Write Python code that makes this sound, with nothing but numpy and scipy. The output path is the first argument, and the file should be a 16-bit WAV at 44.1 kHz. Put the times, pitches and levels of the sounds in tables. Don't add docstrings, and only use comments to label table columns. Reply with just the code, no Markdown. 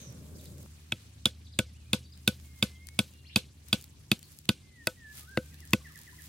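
import sys
import numpy as np
from scipy import signal
from scipy.fft import rfft, irfft, next_fast_len
from scipy.io import wavfile
from scipy.ndimage import uniform_filter1d

SR = 44100
rng = np.random.default_rng(int(sys.argv[2]) if len(sys.argv) > 2 else 0)


def volts(x):
    e = np.asarray(x, float) / 20
    return 10 ** e


def store_wav(level_fs):
    pcm = np.round(np.clip(np.atleast_2d(level_fs), -1, 1) * 32767)
    wavfile.write(sys.argv[1], SR, pcm.T.astype(np.int16))


N = 276948
SPOT_CHANGE_S = 0.662

# (frequency [Hz], level [dB])
FIRST_AIR = [(15, -47), (25, -27), (66, -1.5), (141, 4.5), (344, -11), (489, -15.5), (545, -27), (818, -23),
             (2110, -33.5), (2690, -34.5), (8360, -28), (16000, -39)]
AIR = [(15, -46), (25, -61), (53, -6), (87, -1), (153, -10), (195, -11), (489, -27), (1560, -33.5),
       (2110, -29), (3720, -29), (9840, -31.5), (14800, -32.5), (16000, -33)]
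FIRST_AIR_DB, AIR_DB = -47, -47.5
AIR_KNEE_HZ, AIR_STEP_DB, AIR_TOP_HZ = 10400, -9.5, 15900
HUSH_TOP_HZ, HUSH_DB = 15180, -77
RUMBLE_DB, RUMBLE_TOP_HZ = -61, 620
# (frequency [Hz], likeness [1])
LIKENESS = [(60, 0.93), (180, 0.94), (550, 0.1), (1650, -1.4), (4970, -1.3), (15000, -0.86)]
PORT_LAG = 1.354

# (time of height [s], rise and fall [s], level [dB], broad sweep re thin leaves [dB])
STIRS = [(0.001, 0.35, -70.5, 11.5), (0.279, 0.13, -61.5, -14), (.44, 0.13, -53.5, -13),
         (.61, 0.096, -55.5, -13.5), (.75, 0.42, -67.5, -6), (1.0, 0.29, -80.5, 15),
         (2.33, 0.34, -57.5, -13), (2.46, 0.07, -57, -19), (2.59, 0.09, -55, -17), (2.7, 0.1, -65.5, 2.5),
         (3.03, 0.25, -58.5, -9.5), (3.691, 0.073, -58.5, -4.5), (3.79, 0.1, -52.5, -7.5),
         (4.16, 0.047, -65.5, -12.5), (4.32, 0.19, -53, -17), (4.9, 0.083, -55, -8.5),
         (5.183, 0.089, -41.5, -11.5), (5.456, 0.16, -57, -16), (5.75, 0.86, -63, -4.5),
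         (6.0, 0.27, -59, -7.5), (6.26, 0.28, -50.5, -12)]
STILL_DB, STIR_FALL_DB = -85.5, 23.5
# (frequency [Hz], level [dB], t60 [s])
TAIL = [(294, -13, 0.2), (673, 8.5, 0.041), (1500, -1.5, 0.068), (3000, 0.5, 0.12), (4500, -2, 0.14),
        (6760, -7, 0.074), (8600, -4, 0.14), (12900, -1, 0.013)]

# (time [s], firing rate [Hz], level [dB])
ENGINE = [(0, 134, -61), (.6, 137.7, -50), (.67, 147.9, -60), (.9, 153.5, -60.5), (1.0, 105.2, -57.5),
          (1.8, 112.4, -59.5), (2.0, 124, -56), (2.9, 130.4, -62), (3.5, 141.7, -62.5), (4.65, 152.3, -66),
          (4.9, 124.2, -75), (5.3, 141.8, -60), (5.8, 150.1, -59.5), (6.28, 156.6, -60.5)]
# (multiple of firing rate [1], level [dB])
ORDERS = [(1.0, -1.5), (1.5, -11), (2.0, -15), (2.5, -18.5)]
# (time [s], level [dB])
DRONE = [(0.0, -58), (0.3, -54.5), (0.8, -52), (1.12, -61), (1.3, -50), (2.43, -50.5), (3.38, -55),
         (3.9, -56), (4.12, -64), (4.48, -63), (5.19, -57.5), (5.37, -53), (5.79, -50), (6.05, -65),
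         (6.28, -51)]
DRONE_HZ = 76.7

# (time [s], length [s], from [Hz], to [Hz], level [dB], hoarseness [Hz])
HOARSE = [
    (0.001, 0.097, 6550, 5580, -60, 250),
    (.002, 0.044, 4050, 3100, -64.5, 540),
    (2.265, .03, 4120, 4500, -65, 423),
    (3.295, 0.08, 2500, 4800, -60, 350),
]
# (time [s], length [s], from [Hz], to [Hz], level [dB])
RIGHT_CALL = [
    (.005, 0.14, 6150, 5450, -67),
]
# (time after start [s], length [s], from [Hz], to [Hz], level [dB])
CHIP = [
    (0, 0.012, 4640, 4570, -8.5),
    (.009, 0.0124, 4490, 3130, -2),
    (0.07, 0.011, 5000, 4900, -4),
    (0.079, 0.012, 5000, 3110, 1),
]
# (time [s], level [dB], stretch of part gap [1], steep notes [dB])
CHIP_CALLS = [
    (.381, -55.5, 0.95, -1),
    (1.455, -53.5, 0.97, -1),
    (2.047, -50, 1.05, -9),
]
# (time [s], length [s], from [Hz], to [Hz], level [dB])
CHIRPS = [(1.367, 0.02, 1900, 2220, -76), (2.749, 0.025, 3440, 3000, -64), (3.237, .014, 1880, 1900, -69),
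          (3.245, 0.026, 1800, 4010, -60), (3.215, 0.064, 4250, 4150, -74),
          (3.264, 0.018, 3900, 4720, -55.5), (3.28, .014, 4800, 5490, -61), (4.228, 0.022, 4900, 3900, -58),
          (5.467, 0.079, 2382, 2590, -72), (5.556, 0.062, 2550, 2926, -72), (5.8, 0.026, 1251, 980, -63),
          (5.89, 0.038, 1443, 990, -65), (6.0, 0.013, 980, 940, -69), (6.124, 0.017, 990, 980, -62.5)]
# (time [s], pitch [Hz], level [dB])
WHISTLES = [
    [(2.44, 2210, -69.5), (2.508, 2120, -73), (2.56, 2134, -72), (2.62, 2080, -65), (2.728, 2063, -64),
     (2.918, 2187, -65.5), (2.985, 2250, -77)],
    [(4.61, 2103, -77), (4.67, 2080, -68), (4.738, 2030, -71), (4.82, 1824, -54), (4.862, 1795, -60)],
    [(4.96, 1970, -68.5), (5.06, 1735, -52.5), (5.114, 1726, -51.5), (5.18, 1710, -87.5)],
    [(5.2, 1232, -69.5), (5.24, 1235, -73), (5.265, 1310, -73.5), (5.284, 1500, -55), (5.33, 1615, -58.5),
     (5.385, 1550, -52), (5.45, 1500, -94), (5.52, 1600, -74), (5.58, 1610, -80)],
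]
# (time [s], pitch [Hz], level [dB])
WARBLES = [
    [(1.645, 2400, -73), (1.68, 2120, -72), (1.715, 1850, -73)],
    [(1.735, 2160, -69.5), (1.772, 3000, -71.5), (1.795, 2850, -79), (1.82, 2520, -72), (1.845, 2460, -82),
     (1.855, 2330, -72), (1.885, 2540, -73.5), (1.93, 2105, -76)],
    [(3.12, 2800, -73.5), (3.2, 2810, -71.5), (3.244, 2750, -78.5), (3.285, 2776, -70), (3.307, 2810, -58),
     (3.325, 2790, -73.5), (3.355, 2814, -68)],
]
# (time [s], length [s], level [dB])
FALLING = [
    (5.51, 0.05, -66),
    (5.611, 0.042, -58.5),
    (5.841, 0.041, -52),
    (5.945, 0.032, -53),
    (6.064, 0.037, -54),
    (6.178, 0.031, -55),
]
FALL_FROM_HZ, FALL_TO_HZ = 2160, 1560
FALL_PAN_DB, CHIP_PAN_DB, CHIRP_PAN_DB, RIGHT_CALL_PAN_DB = -6.5, -5, -4.5, -10

# (time [s], peak level [dB], centre [Hz],
# left re right [dB])
TICKS = [(.016, -42, 12500, -4), (.661, -45, 800, 0.3), (2.948, -46.5, 10980, 1), (3.667, -51.5, 7000, 1),
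         (3.905, -50.5, 11900, 0.5), (4.006, -67, 12500, 1.5), (4.081, -51.5, 8500, -1.5),
         (4.374, -47.5, 11500, 1.5), (5.293, -43, 9040, -3.5), (5.312, -42, 9000, 1.5),
         (5.661, -41, 6996, 1), (5.922, -43, 9000, -4), (0.1044, -45.5, 6060, -1),
         (.1244, -42, 10100, -12.5), (0.412, -37.5, 7400, -4), (0.4429, -39, 8300, 3),
         (0.4564, -38.5, 4540, -7.5), (0.5821, -42, 8040, -3), (.6094, -56, 8250, -6),
         (0.6294, -43, 10200, -7.5), (2.1755, -37, 4670, 0), (2.3989, -43.5, 2518, -5.5),
         (2.8699, -34, 8735, 11), (2.8873, -29, 2892, -2.5), (3.1368, -46, 2846, 7.5),
         (3.6845, -38, 9620, 11), (3.8122, -35, 11780, 0.5), (3.8244, -36.5, 12040, 3.5),
         (3.8412, -32.5, 5140, 4), (3.8794, -46.5, 3343, 1), (4.1919, -34.5, 9000, 1),
         (4.2288, -33, 4630, 4), (4.3879, -34, 10300, 8.5), (4.4548, -35.5, 3410, 4),
         (5.5433, -38.5, 6780, 0.5), (5.6042, -37, 9510, 0), (5.6526, -39, 8210, -1),
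         (5.6744, -40, 7900, 0.5), (5.7074, -36.5, 9010, 9.5), (5.9579, -39, 9850, -12.5),
         (5.9894, -36, 8850, -11.5), (3.138, -45.5, 11000, 0), (3.175, -50, 11500, 0.5)]
INSECT_TICKS_S = [5.976, 6.0156, 6.0344, 6.2203]
INSECT_TICK_DB, INSECT_TICK_HZ, INSECT_TICK_PAN_DB = -45, 12500, -21.5

# (start [s], end [s], pitch [Hz], level [dB])
INSECTS = [
    (0.76, 1.303, 2500, -84.5),
    (0.66, 1.25, 4300, -81.5),
    (.67, 0.72, 6700, -87),
]

# (time [s], crack peak [dB], thud [dB], landing toward the tip [dB], landing off the grain [dB])
BLOWS = [(0.921, -23, -40, -15.5, 3), (1.2563, -7, -32, -6, -4.5), (1.5892, -8, -28, 5, -2.5),
         (1.9315, -5, -27.5, 2, 3.5), (2.2765, -3.5, -25.5, 6, -1), (2.626, -9.5, -27, -8.5, 6.5),
         (2.9903, -6, -26, -1.5, 0.5), (3.3595, -0.5, -25.5, -1.5, 2), (3.729, -4.5, -28, 5.5, 3.5),
         (4.1158, -8, -23.5, -1.5, 5.5), (4.4904, -4, -23, 5, 5.5), (4.8708, -8.5, -37, 12, 0.7),
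         (5.3726, -22.5, -28, 14, 15), (5.7332, -7.5, -22, 4, -1.5)]
USUAL_CRACK_DB, USUAL_THUD_DB = -10, -25
# (usual level [dB], share of crack [1], of thud [1], of tip landing [1], of off-grain landing [1])
GRIP = [(-28.5, -0.27, 0.31, 0.44, -0.2), (-30, 0.2, .15, 0.65, -0.8), (-23, -0.11, 0.69, -0.16, -0.067),
        (-22.5, 0.69, -0.24, -0.56, -0.3), (-25, 1.1, -0.041, 0.1, 0.52), (-32.5, -0.8, 0.94, 0.55, 0.43),
        (-23, 0.98, -0.28, -0.61, -0.52), (-42.5, -0.36, -0.0085, 0.095, 0.4),
        (-19.5, 0.53, 0.029, 0.05, -0.47), (-19, -0.29, 1, 0.089, 0), (-22, .6, .5, 0.39, -0.1),
        (-34, -0.8, 0.39, 0.18, -0.2), (-6.5, 0.77, 0.42, -0.47, 0.2)]
# (frequency [Hz], level [dB], t60 [s]); one group per row of GRIP
CLUB = [
    [(508, -3, 0.093), (547.5, -10, 0.082), (620, -4.5, 0.029), (980, -11, 0.031)],
    [(1487, -4.5, 0.072), (1555, -13, 0.04), (1375, -9, 0.021)],
    [(2283, -4, 0.023), (2573, 6.5, 0.02), (2590, -39, 0.045), (2747, 2, 0.015)],
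    [(3462, 7, 0.0095), (3260, -1.5, 0.015), (3715, 0.5, 0.021)],
    [(4668, 2.5, 0.0098), (4250, -1, 0.0067), (5000, -11, 0.012)],
    [(1840, -17, 0.0048), (2028, -4, 0.013)],
    [(3410, -16.5, 0.076), (3410, -15, 0.045), (3100, -15.5, 0.025)],
    [(640, -2, 0.047), (1310, -9, 0.072), (930, -8.5, 0.048)],
]
CLUB_PAN_DB = [1.5, 4, 1, -3, -3, 1, -1, 3]
# (flat-face slap [dB], ringing into trees [dB], finest splinters [dB], hard knock [dB])
LANDING = [(11, -3, 4, -7), (5.5, 0, -2.5, 1.5), (8, 3, 6.5, -8.5), (-11.5, 2.5, 2, -10),
           (-7.5, 2, 2.5, -5), (-14, 0, -5, -5), (4, -1, 3, -7), (-1.5, -1.5, -6, -3.5),
           (-2.5, 3.5, -5.5, -1.5), (-1.5, -2.5, 9, 10.5), (-1, -1.5, -4, 8), (8, 1.5, 12.5, 21),
           (1.5, 2.5, -2, -4.5), (5, -3, 8, 17)]
# (low ring [dB], middle ring [dB], side modes [dB], stake bend [dB], contact length [ms])
HOLD = [(-7.5, -6, -4, -7.5, 1.9), (-2.5, -4.5, -4.5, 3.5, 0.72), (-2.5, 0, 10, 3.5, 1.5),
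        (1.5, 1, 1, -22, 1.1), (-1, -1, -6.5, -19, 1.4), (5.5, 10, -4, -10, 0.87), (-1, 1.5, 9, -18, 1.2),
        (1.9, -4, -3.5, -1, 1.6), (-2, 1, -8, -9, 0.83), (-13, -10.5, 4, 9, .8), (-6, 2, -4, 9.5, .9),
        (-2.5, -2.5, 14, 7.5, 1.2), (0, 3.5, -7.5, 0.5, 1.3), (-2.5, -4, 5, 11.5, 0.94)]
TRIMMED_BY = {9: 0, 6: 1, 12: 1, 10: 2, 5: 3, 0: 4, 1: 5, 7: 6, 11: 7}
# (2.3 kHz [dB], 2.6 kHz [dB], 3.3 kHz [dB], 3.7 kHz [dB], 4.7 kHz [dB])
NODES = [(9, 3, -5.5, -5.5, -3), (-1, -6.5, -1, 1.5, 3.5), (8.5, 0, 3.5, -8, -3.5), (0.5, 1, 1.5, 3, -4),
         (2.5, -0.5, 2.5, 4, -5.5), (5.5, -1, 0.5, -0.5, 4.5), (6.5, 1.5, 2, 1.5, -1),
         (-2.5, 4.5, 0.5, -1, 0), (-8, 2.5, 4.5, 0.5, 2), (-3, 3, 0.5, 3.5, 2.5),
         (-8, -4.5, 3.5, 4.5, -3.5), (0, 6.5, -12, -1, 0), (-1, -8, 2, 10, -5), (3, 2.5, 1, -8, 0)]
# (630 Hz [dB], 980 Hz [dB], twin thud [dB])
LOW_NODES = [(7.5, -4, 0.1), (-3.5, 1.7, 0.1), (6, -4, -0.5), (-2, -6, 2), (-1.5, 1, 0.7), (-2.5, -7, 2),
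             (1.5, 8, 0.5), (-0.5, 5.5, 0.5), (3, 5, 2.7), (-3, 2, -2.5), (3.5, 9, -1.5), (-11, 4, -6),
             (0, -5.5, 0.5), (-1, 3, -0.5)]
NODE_OF = {(2, 0): 0, (2, 1): 1, (2, 3): 2, (3, 0): 2, (3, 1): 2, (3, 2): 3, (4, 0): 4, (0, 2): 5, (0, 3): 6}
GAP_HZ, GAP_WIDE_HZ = 1880, 350
GRAZE_S = 0.002

# (thud after crack [ms], twin after thud [ms])
GROUND_MS = [(4.6, 8.2), (2.6, 8.5), (2.3, 8.6), (2.0, 8.9), (2.2, 8.9), (1.7, 8.9), (1.9, 8.9), (2.1, 8.9),
             (1.8, 8.9), (1.8, 8.8), (1.9, 8.8), (1.7, 8.6), (2.3, 8.2), (1.9, 8.8)]
# (slap pitch [Hz], deep give [dB])
SOIL = [(1530, 35), (1350, 13.5), (1600, 25), (1415, 0.5), (1000, 0.5), (1320, -4), (980, 1), (1060, -3.5),
        (1330, -3), (1346, -5), (1300, -3), (1330, -8), (1360, -4), (1064, -6)]
THUD_HZ, THUD_T60_S, SOIL_HZ = 200.5, 0.026, 110
SECOND_THUD_DB, SECOND_T60_S = -2.5, 0.025

MICROPHONE_TOP_HZ, PEAK_TOP = 16850, 1.3


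def rms_one(x):
    return x / np.sqrt(np.mean(x ** 2) + 1e-20)


def in_time(rows):
    s, *columns = np.transpose(rows)
    return [np.interp(np.arange(N) / SR, s, c) for c in columns]


def at_hz(points, hz, column=1):
    points = np.array(points)
    return np.interp(np.log(hz), np.log(points[:, 0]), points[:, column])


def drift(rate):
    step = 40
    pole = np.exp(-2 * np.pi * step * rate / SR)
    white = rng.standard_normal(N // step + 2002)
    slow = signal.lfilter([1], [1, -2 * pole, pole * pole], white)[2000:]
    return np.interp(np.arange(N) / step, np.arange(len(slow)), rms_one(slow))


def clicks(s, heights):
    out = np.zeros(N)
    out[np.round(np.asarray(s) * SR).astype(int)] = heights
    return out


def ring(force, hz, t60):
    pole, w = volts(-60 / (t60 * SR)), 2 * np.pi * hz / SR
    return signal.lfilter([0, np.sin(w)], [1, -2 * pole * np.cos(w), pole * pole], force + 1e-18, axis=-1)


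def dying(force, t60):
    return signal.lfilter([1], [1, -volts(-60 / (t60 * SR))], force + 1e-18)


def band(x, low_hz, high_hz):
    return signal.sosfilt(signal.butter(2, [low_hz, high_hz], "band", fs=SR, output="sos"), x)


def gap(x):
    return signal.lfilter(*signal.iirnotch(GAP_HZ, GAP_HZ / GAP_WIDE_HZ, SR), x)


def ports(x, pan_db):
    late = np.interp(np.arange(N) - PORT_LAG, np.arange(N), x)
    return np.array([x * volts(pan_db / 2), late * volts(-pan_db / 2)])


def answer_db(group):
    _, crack_db, thud_db, tip_db, grain_db = np.transpose(BLOWS)
    usual_db, *shares = GRIP[group]
    trim_db = np.hstack([LANDING, HOLD])[:, TRIMMED_BY[group]] if group in TRIMMED_BY else 0
    blow_db = [crack_db - USUAL_CRACK_DB, thud_db - USUAL_THUD_DB, tip_db, grain_db]
    return usual_db + trim_db + np.dot(shares, blow_db)


def noise_bands():
    edges = 25 * 2 ** np.arange(0, 9.6, 0.5)
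    white = rng.standard_normal((2, 2, N))
    for k, (low, high) in enumerate(zip(edges, edges[1:])):
        centre_hz = np.sqrt(low * high)
        mid, side = band(white[k % 2], low, high)
        alike = np.clip(at_hz(LIKENESS, centre_hz), 0, 1)
        yield centre_hz, np.sqrt(1 + alike) * mid + np.sqrt(1 - alike) * side * [[1], [-1]]


def stirring():
    t = np.arange(0, N, 100) / SR
    thin, sweep = volts(STILL_DB), volts(STILL_DB - 8)
    for s, width, db, sweep_db in STIRS:
        swell = volts(db - STIR_FALL_DB * np.abs(t - s) / width)
        thin, sweep = thin + swell, sweep + swell * volts(sweep_db)
    return [np.interp(np.arange(N) / SR, t, gain) for gain in (thin, sweep)]


def tree_echo(blows, hz):
    t60 = at_hz(TAIL, hz, column=2)
    return dying(blows, t60) - 0.11 * dying(blows, 0.023) + 0.071 * dying(blows, 3.1 * t60)


def air_rustle_and_tails():
    first = np.arange(N) < SPOT_CHANGE_S * SR
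    blows = clicks(np.array(BLOWS)[:, 0] + 0.00038, volts(answer_db(group=12)))
    grain_db = 4.0 * np.minimum(rng.exponential(1, N // 64 + 1), 3.0)
    grit = rms_one(volts(grain_db).repeat(64)[:N])
    thin, broad = stirring()
    air, leaves, sweep, tails, gust = 0, 0, 0, 0, drift(4.1)
    for hz, noise in noise_bands():
        level_db = np.where(first, at_hz(FIRST_AIR, hz) + FIRST_AIR_DB - AIR_DB, at_hz(AIR, hz))
        flicker = drift(36)
        air = air + noise * volts(level_db + 0.89 * gust + 2.74 * flicker)
        leaves = leaves + noise * volts(-5.0 * np.log2(hz / 12500) ** 2)
        sweep = sweep + noise * volts(-2.5 * np.log2(hz / 2600) ** 2) * (hz > 400)
        debris = grit ** 0.18 if hz > 4000 else 1
        tail_gain = volts(at_hz(TAIL, hz) - 26.0 + 2.0 * flicker) * (hz > 200)
        tails = tails + noise[::-1] * debris * tree_echo(blows, hz) * tail_gain
    steep = signal.cheby1(6, 3, RUMBLE_TOP_HZ, fs=SR, output="sos")
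    rumble = first * volts(RUMBLE_DB) * rms_one(signal.sosfilt(steep, rng.standard_normal(N)))
    rustle = grit * thin * volts(-7.5) * rms_one(leaves) + np.sqrt(grit) * broad * rms_one(sweep)
    under = signal.sosfiltfilt(signal.butter(4, AIR_KNEE_HZ, fs=SR, output="sos"), air)
    air = np.where(first, air, under + volts(AIR_STEP_DB) * (air - under))
    return volts(AIR_DB - 8.5) * rms_one(air) + rumble + rustle + gap(tails)


def far_top(x):
    size = next_fast_len(N)
    spectrum, hz = rfft(x, size), np.arange(size // 2 + 1) * SR / size
    low = irfft(spectrum * (hz < HUSH_TOP_HZ), size)[:, :N]
    top = irfft(spectrum * ((hz >= HUSH_TOP_HZ) & (hz < AIR_TOP_HZ)), size)[:, :N]
    treble_power = np.mean(band(x, 11000, 15000) ** 2, axis=0)
    treble_db = 10 * np.log10(uniform_filter1d(treble_power, size=2048) + 1e-14)
    return low + top * np.clip((treble_db - HUSH_DB) / 2, 0, 1)


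def engine():
    hz, level_db = in_time(ENGINE)
    turn = 2 * np.pi * np.cumsum(hz * (1 + 0.008 * drift(5.5))) / SR
    orders = sum(volts(db + np.clip(4 * drift(7), -12, 3)) * np.sin(k * turn) for k, db in ORDERS)
    swell = volts(0.82 * drift(2.9))
    drone = swell * np.sin(2 * np.pi * np.cumsum(DRONE_HZ * (1 + 0.0253 * drift(3.77))) / SR)
    return np.sqrt(2) * (volts(level_db) * orders + volts(in_time(DRONE)[0]) * drone)


def glide(from_hz, to_hz, n):
    return np.sin(2 * np.pi * np.cumsum(np.linspace(from_hz, to_hz, n)) / SR)


def chirps():
    notes = [(*RIGHT_CALL[0], RIGHT_CALL_PAN_DB)]
    for s, db, stretch, steep_db in CHIP_CALLS:
        for at, length, from_hz, to_hz, note_db in CHIP:
            level_db = db + note_db + steep_db * (from_hz > 1.2 * to_hz)
            notes.append((s + at * stretch, length, from_hz, to_hz, level_db, CHIP_PAN_DB))
    for s, length, db in FALLING:
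        notes.append((s, length, FALL_FROM_HZ, FALL_TO_HZ, db, FALL_PAN_DB))
    return notes + [(*row, CHIRP_PAN_DB) for row in CHIRPS]


def whistle(rows):
    hz, level_db = in_time(rows)
    t = np.arange(N) / SR
    gate = np.clip(np.minimum(t - rows[0][0], rows[-1][0] - t) / 0.017, 0, 1)
    return np.sqrt(2) * gate * volts(level_db + 1.5 * drift(30)) * np.sin(2 * np.pi * np.cumsum(hz) / SR)


def birds():
    long_notes = sum(whistle(rows) for rows in WHISTLES + WARBLES) * np.ones((2, 1))
    dry = np.zeros((2, N))
    for s, length, from_hz, to_hz, db, pan_db in chirps():
        i, n = round(s * SR), round(length * SR)
        note = glide(from_hz, to_hz, n) * np.sqrt(np.hanning(n))
        dry[:, i:i + n] += note * volts([[db + 7.0 + pan_db / 2], [db - pan_db / 2]])
    for s, length, from_hz, to_hz, db, wide_hz in HOARSE:
        i, n = round(s * SR), round(length * SR)
        slow = signal.butter(2, wide_hz, fs=SR, output="sos")
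        rasp = rms_one(signal.sosfilt(slow, rng.standard_normal((2, SR // 4))))[:, :n]
        dry[:, i:i + n] += rasp * glide(from_hz, to_hz, n) * np.linspace(1, 0.25, n) * volts(db + 9.5)
    t = np.arange(SR // 4) / SR
    trunks = rng.standard_normal((2, len(t))) * volts(-60 * t / 0.35) * (t > 0.004)
    trunks = trunks / np.sqrt(np.sum(trunks[0] ** 2))
    wet = signal.fftconvolve(dry + 0.62 * long_notes, trunks, axes=1)[:, :N]
    return 0.88 * dry + long_notes + volts(-1.0) * wet


def ticks():
    out, size = np.zeros((2, N)), 600
    decay = volts(-60 * np.arange(size) / SR / 0.008)
    insect_ticks = [(s, INSECT_TICK_DB, INSECT_TICK_HZ, INSECT_TICK_PAN_DB) for s in INSECT_TICKS_S]
    for s, db, hz, pan_db in TICKS + insect_ticks:
        i = round(s * SR)
        burst = rng.standard_normal((2, size)) * decay
        snap = band(burst, hz / 2.07, min(hz * 3.5, 17000))
        out[:, i:i + size] += snap / np.abs(snap).max() * volts([[db + pan_db / 2], [db - pan_db / 2]])
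    return out


def insects():
    return sum(whistle([(start, hz, db), (end, hz, db)]) * volts(3 * drift(12)) for start, end, hz, db in INSECTS)


def club():
    s, contact_s = np.array(BLOWS)[:, 0], np.array(HOLD)[:, -1] / 1000
    nodes_db = np.hstack([NODES, LOW_NODES])
    out = np.zeros((2, N))
    for group, modes in enumerate(CLUB):
        body = 0
        for k, (hz, db, t60) in enumerate(modes):
            node_db = nodes_db[:, NODE_OF[group, k]] if (group, k) in NODE_OF else 0
            luck = rng.random((len(s), 2))
            level_db = answer_db(group) + node_db + db + 3.4 * luck[:, 1] - 21
            contact = clicks(s + contact_s * (luck[:, 0] - 0.3), volts(level_db))
            contact = contact + 0.06 * np.roll(contact, -round(GRAZE_S * SR))
            body = body + ring(ring(contact, hz, 0.0033), hz, t60)
        out += ports(body if group == 5 else gap(body), CLUB_PAN_DB[group])
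    return out


def splinters():
    s = np.array(BLOWS)[:, 0]
    out = np.zeros((2, N))
    for group, low_hz, high_hz, pan_db in ((8, 6090, 10450, -6.5), (10, 13700, 15000, -10.5)):
        swell = dying(dying(clicks(s, volts(answer_db(group) - 9)), 0.0015), 0.006)
        out += ports(swell * band(rng.standard_normal(N), low_hz, high_hz), pan_db)
    return out


def slap():
    out = np.zeros(N)
    for (s, *_), db, (hz, _) in zip(BLOWS, answer_db(group=9) - 3.5, SOIL):
        out -= ring(clicks(s + 0.001112, volts(db)), hz, 0.012)
    return ports(gap(out), 0.3)


def thud():
    s, thud_db = np.transpose(BLOWS)[[0, 2]]
    lag_s, twin_s = np.transpose(GROUND_MS) / 1000
    first = clicks(s + lag_s, volts(thud_db + 11.5))
    twin_db = thud_db + 11.5 + SECOND_THUD_DB + np.array(LOW_NODES)[:, -1]
    second = clicks(s + lag_s + twin_s, volts(twin_db))
    soft = signal.sosfilt(signal.butter(2, 450, fs=SR, output="sos"), second)
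    suck = 0.9 * ring(clicks(s + lag_s - 0.0017, volts(thud_db + 13.5)), 330, 0.0045)
    bend = ring(clicks(s + lag_s, volts(answer_db(group=11))), 325, 0.051)
    give = ring(clicks(s + lag_s, volts(thud_db + np.array(SOIL)[:, 1] - 25)), SOIL_HZ, 0.063)
    swing = ring(first, THUD_HZ - 12, THUD_T60_S) + ring(soft, THUD_HZ, SECOND_T60_S) - suck + give + bend
    swing = signal.sosfilt(signal.butter(2, 75, "high", fs=SR, output="sos"), swing)
    lopsided = 0.09 * ring(soft, 190, 0.03)
    return swing * volts([[0.2], [-0.2]]) + lopsided * [[1], [-1]]


def scene():
    blows = club() + splinters() + slap() + thud()
    far = far_top(air_rustle_and_tails() + ticks())
    return blows + far + birds() + insects() + engine()


def roll_off(x):
    return signal.sosfilt(signal.butter(12, 16840, fs=SR, output="sos"), x)


def record(dry):
    heard = signal.sosfilt(signal.butter(3, 46, "high", fs=SR, output="sos"), dry)
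    rounded = PEAK_TOP * np.tanh(heard / PEAK_TOP)
    mix = signal.sosfilt(signal.cheby2(14, 30, MICROPHONE_TOP_HZ, fs=SR, output="sos"), rounded)
    return roll_off(mix)


dry = scene()
out = record(dry)
store_wav(out)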